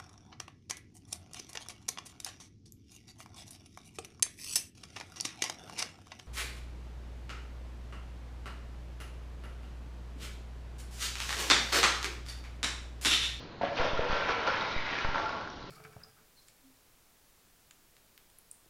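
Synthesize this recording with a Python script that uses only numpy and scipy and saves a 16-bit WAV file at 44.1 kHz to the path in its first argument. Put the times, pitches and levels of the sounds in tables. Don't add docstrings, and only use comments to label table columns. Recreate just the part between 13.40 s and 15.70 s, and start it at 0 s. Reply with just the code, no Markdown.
import sys
import numpy as np
from scipy import signal
from scipy.fft import rfft, irfft
from scipy.io import wavfile
from scipy.ndimage import map_coordinates

SR = 44100
rng = np.random.default_rng(int(sys.argv[2]) if len(sys.argv) > 2 else 0)


def file_out(sig):
    cols = np.atleast_2d(sig).T
    lim = np.clip(cols, -1, 1)
    pcm = np.round(lim * 32767).astype(np.int16)
    wavfile.write(sys.argv[1], SR, pcm)


N = 101429

# f/Hz, level/dB, t60/s
TUB_MODES = [(322, -17, 0.25), (466, -4.5, 0.035), (513, -9, 0.11), (562, 1.5, 0.072), (635, -4.5, 0.061),
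             (661, -2, 0.086), (730, -8.5, 0.049), (1120, -15, 0.049)]
# f/Hz, level/dB, t60/s
CUP_MODES = [(806, -8.5, 0.054), (890.3, -4.5, 0.064), (995, 0, 0.027), (1114, -4, 0.039),
             (1357, -4, 0.021), (1368, -1.5, 0.047), (1483, -8.5, 0.021), (1830, -12, 0.0092),
             (2180, -14.5, 0.014)]
# t/s, tub rattle/dB, cup rattle/dB, crunch/dB, fine ticks/dB
DIG_LEVELS = [(0.0, -66, -62, -59.5, -50.5), (0.1, -66, -62, -70.5, -66), (0.207, -77.5, -58.5, -76, -79),
              (0.217, -62, -46, -41.5, -47.5), (0.255, -45.5, -42, -38, -55), (0.29, -76, -46, -45, -54.5),
              (0.345, -72, -44, -53, -54.5), (0.371, -42.5, -47.5, -35, -40.5),
              (0.399, -32.5, -31, -36, -43), (0.461, -36.5, -42.5, -38.5, -41.5),
              (0.51, -46, -40.5, -42.5, -47.5), (0.678, -47, -40, -39.5, -50.5),
              (0.719, -36.5, -36.5, -37.5, -41), (0.80, -38.5, -38, -36.5, -46.5),
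              (0.869, -54, -37, -40.5, -49.5), (0.895, -34, -30.5, -34.5, -40), (0.945, -51, -44, -41, -48),
              (1.057, -40, -37, -40, -47.5), (1.074, -35.5, -27.5, -37.5, -37),
              (1.105, -57, -31.5, -37, -43.5), (1.16, -57, -37, -36, -47), (1.32, -48.5, -39, -48, -45),
              (1.43, -55.5, -48, -41.5, -50), (1.529, -51.5, -40, -36.5, -46),
              (1.61, -59, -43.5, -39.5, -46.5), (1.739, -50, -40, -44.5, -51.5),
              (1.755, -46, -35, -46.5, -44.5), (1.861, -52.5, -45.5, -47, -49), (1.97, -52, -41, -50, -53),
              (2.08, -81, -52.5, -67, -57), (2.3, -64, -54, -75, -57)]
def digging(t):
    times, *levels_db = np.array(DIG_LEVELS).T
    tub, cup, crunch, ticks = (undb(np.interp(t, times, db, left=-120)) for db in levels_db)
    return (tub * rattle(TUB_MODES) + cup * rattle(CUP_MODES)
            + crunch * pellets(centre_hz=2123, spread_oct=0.72, t60_cycles=23.3, per_s=2400, scatter_db=2.5)
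            + ticks * pellets(centre_hz=4027, spread_oct=0.52, t60_cycles=25, per_s=3200, scatter_db=1.0))


def rattle(modes):
    hits = contacts(per_s=1000, scatter_db=3.5)
    out = np.zeros(N)
    for hz, db, t60_s in modes:
        drive = hits * (2 * rng.random(N) - 1)
        out += undb(db) * unit(signal.fftconvolve(drive, ring(hz, t60_s))[:N])
    return unit(out)


def pellets(centre_hz, spread_oct, t60_cycles, per_s, scatter_db, sizes=16):
    out = np.zeros(N)
    for offset in np.linspace(-1, 1, sizes):
        hz = centre_hz * 2 ** (offset * spread_oct)
        hits = contacts(per_s / sizes, scatter_db) * rng.choice([-1, 1], N)
        clicks = signal.fftconvolve(hits, ring(hz, t60_cycles / hz))[:N]
        out += undb(-3 * offset ** 2) * clicks
    return unit(out)


def contacts(per_s, scatter_db):
    strength = undb(scatter_db * np.minimum(rng.exponential(size=N), 4))
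    return (rng.random(N) < per_s / SR) * strength


# f/Hz, level/dB, t60/s
EMPTY_CUP_MODES = [(242, -17, 0.08), (307, -7.5, 0.065), (510, -14.5, .06), (572.4, -1, 0.12),
                   (649, -6.5, 0.089), (681, 1, 0.08), (721, -12, 0.19), (1080, -12, 0.12),
                   (1380, -24, 0.06)]
# t/s, ring/dB, crack/dB
CUP_LANDINGS = [(0.212, -24, -23), (0.233, -16.5, -41)]
def landing(t):
    out = np.zeros(N)
    hollow = struck(EMPTY_CUP_MODES, mode_ratio=0.97)
    for at_s, ring_db, crack_db in CUP_LANDINGS:
        add(out, at_s, undb(ring_db) * hollow + undb(crack_db) * crack(t, top_hz=1300, order=4))
    return out


# t/s, tub ring/dB, cup ring/dB, crack/dB
TUB_KNOCKS = [(0.451, -24.5, -25, -35), (0.5927, -25.5, -31.5, -40), (0.727, -21.5, -29, -34),
              (0.889, -26.5, -23.5, -33.5), (0.9076, -32.5, -25.5, -29.5), (0.9207, -39.5, -30, -35),
              (1.076, -29, -27, -26), (1.535, -29, -27.5, -28.5), (1.609, -46.5, -24, -30),
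              (1.6458, -28, -20.5, -30), (1.744, -37, -23, -31), (1.755, -34, -20, -42),
              (1.797, -32, -26, -35), (1.856, -31.5, -28.5, -37), (1.891, -44, -25.5, -36)]
def knocks(t):
    out = np.zeros(N)
    cup = struck(CUP_MODES, mode_ratio=-1.12)
    tub = filt(struck(TUB_MODES, mode_ratio=0.78), 310, "high")
    for at_s, tub_db, cup_db, crack_db in TUB_KNOCKS:
        add(out, at_s, undb(tub_db) * tub + undb(cup_db) * cup + undb(crack_db) * crack(t, top_hz=2200))
    return out


def struck(modes, mode_ratio, contact_s=0.001):
    wall = sum(mode_ratio ** k * undb(db) * ring(hz, t60_s) for k, (hz, db, t60_s) in enumerate(modes))
    wall *= 1 - np.exp(-np.arange(len(wall)) / SR / contact_s)
    return wall / abs(wall).max()


def crack(t, top_hz, order=2, decay_s=0.0032):
    decay = np.exp(-t[:SR // 4] / decay_s)
    return unit(filt(rng.standard_normal(len(decay)), [220, top_hz], "band", order)) * decay


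# t/s, f/Hz, level/dB
PELLET_SNAPS = [(0.3305, 2280, -33), (0.3719, 1590, -28.5), (0.4088, 1550, -23), (0.434, 1640, -25.5),
                (0.5754, 1490, -26.5), (0.624, 1370, -31), (0.8603, 1520, -25), (0.8934, 1560, -21),
                (0.942, 1550, -28), (0.984, 1480, -28.5), (1.037, 1450, -26.5), (1.131, 1241, -29.5),
                (1.1562, 1320, -22), (1.21, 3803, -23), (1.225, 3800, -38), (1.2499, 1843, -27),
                (1.326, 3940, -35.5), (1.378, 2060, -21.5), (1.403, 2050, -29), (1.465, 2040, -24),
                (1.587, 2310, -21.5), (1.7459, 1390, -26), (1.7806, 1570, -21), (1.8918, 1450, -23),
                (2.0078, 1420, -29.5), (2.05, 1560, -32.5), (2.0751, 1430, -30), (2.101, 5620, -39),
                (2.227, 4020, -40)]
def snaps(t):
    out = np.zeros(N)
    for at_s, hz, db in PELLET_SNAPS:
        snap = ring(hz, t60_s=0.013) + undb(-16) * crack(t, top_hz=4900)
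        add(out, at_s, undb(db) * snap)
    return out


# t/s, f/Hz, level/dB, t60/s
JAM_THUMPS = [(0.2125, 935, -25.5, 0.032), (0.392, 556, -31, 0.061), (0.5923, 538, -17, 0.021),
              (0.893, 468, -28, 0.087), (1.08, 552, -24.5, 0.056)]
def thumps():
    out = np.zeros(N)
    for at_s, hz, db, t60_s in JAM_THUMPS:
        add(out, at_s, undb(db) * ring(hz, t60_s))
    return out


# t/s, f/Hz, level/dB
TUB_GLIDE = [(0.38, 561.5, -57.5), (0.452, 535, -54.5), (0.569, 501, -56.5), (0.62, 495.9, -46.5),
             (0.68, 492.4, -37.5), (0.778, 476.8, -45), (0.849, 477, -55.5), (0.89, 463.3, -49.5),
             (0.94, 448, -61), (1.08, 435.7, -46), (1.13, 423, -69)]
def pressed_tub(t):
    times, hz, db = np.array(TUB_GLIDE).T
    drum = rattle([(hz[0], 0, 0.1)])
    read_index = np.cumsum(np.interp(t, times, hz) / hz[0])
    gain = undb(np.interp(t, times, db, left=-120, right=-120))
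    return gain * map_coordinates(drum, [read_index], order=1, mode="mirror")


# f/Hz, level/dB, t60/s
RIM_MODES = [(1985, 2, 0.018), (2160, -1.5, 0.025), (2313, 1, 0.03), (3050, -20.5, 0.035),
             (3810, -2, 0.013), (3910, -10.5, 0.053)]
def scrape(t, centre_s=1.33, half_width_s=0.48, level_db=-44):
    swell = np.exp(-((t - centre_s) / half_width_s) ** 2)
    return undb(level_db) * swell * rattle(RIM_MODES)


# f/Hz, level/dB, t60/s
FULL_CUP_MODES = [(506, -8, 0.16), (624, -7, 0.074), (666, -6, 0.073), (726, -6, 0.088), (861, -0.5, 0.24),
                  (1147, -8.5, 0.053), (1383, -1, 0.053)]
def settling(t, lift_s=1.745, rise_s=0.064, level_db=-36.5):
    age = np.maximum(t - lift_s, 0) / rise_s
    return undb(level_db) * age * np.exp(1 - age) * rattle(FULL_CUP_MODES)


def room(x, t, low_t60_s=0.83, treble_t60_s=0.41, wet_db=-3, gap_s=0.0037, places=14):
    wet, age_s = np.zeros(N), t[:SR]
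    for span in np.array_split(np.arange(N), places):
        noise = rng.standard_normal(SR)
        low = filt(noise, 1300, "low", order=1)
        tail = low * undb(-60 * age_s / low_t60_s) + (noise - low) * undb(-60 * age_s / treble_t60_s)
        tail *= age_s > gap_s
        add(wet, t[span[0]], signal.fftconvolve(x[span], tail / np.linalg.norm(tail)))
    return (x + undb(wet_db) * wet) / np.hypot(1, undb(wet_db))


# t/s, signed step/full scale
MIC_POPS = [(0.399, -0.051), (0.5338, 0.051), (0.5953, -0.05), (0.6992, 0.054), (0.731, -0.052),
            (1.364, 0.053), (1.6491, -0.056), (1.6892, 0.058)]
def pops(t, leak_s=0.044):
    out = np.zeros(N)
    for at_s, step in MIC_POPS:
        add(out, at_s, step * np.exp(-t / leak_s))
    return filt(out, 1200, "low", order=1)


# f/Hz, relative density/dB
FLOOR_SPECTRUM = [(25, -2.5), (60, -1.5), (120, -1), (170, -3.5), (310, -1), (420, -5.5), (620, -8),
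                  (900, -13.5), (1800, -16.5), (3300, -23.5), (4200, -18), (5500, -36.5), (7500, -31.5)]
def background(level_db=-46.5):
    hz, db = np.array(FLOOR_SPECTRUM).T
    bins_hz = np.maximum(np.fft.rfftfreq(N, 1 / SR), 1)
    shape = undb(np.interp(np.log(bins_hz), np.log(hz), db))
    return undb(level_db) * unit(irfft(rfft(rng.standard_normal(N)) * shape, N))


def ring(hz, t60_s):
    t = np.arange(SR // 4) / SR
    return np.sin(2 * np.pi * hz * t) * np.exp(-np.log(1000) * t / t60_s)


def undb(db):
    return 10 ** (np.asarray(db) / 20)


def unit(x):
    return x / np.sqrt(np.mean(x ** 2))


def filt(x, hz, kind, order=2):
    return signal.sosfilt(signal.butter(order, hz, kind, fs=SR, output="sos"), x)


def add(out, at_s, sound):
    start = int(at_s * SR)
    out[start:start + len(sound)] += sound[:max(N - start, 0)]


def scene():
    t = np.arange(N) / SR
    rattles = digging(t) + pressed_tub(t) + scrape(t) + settling(t)
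    impacts = landing(t) + knocks(t) + snaps(t) + thumps()
    return (room(rattles + impacts, t) + pops(t) + background())[None]


def record(dry):
    rolloff_hz, cutoff_hz = 6500, 7350
    soft = filt(dry, rolloff_hz, "low", order=10)
    return signal.sosfilt(signal.ellip(10, .2, 80, cutoff_hz, fs=SR, output="sos"), soft)


dry = scene()
out = record(dry)
file_out(out)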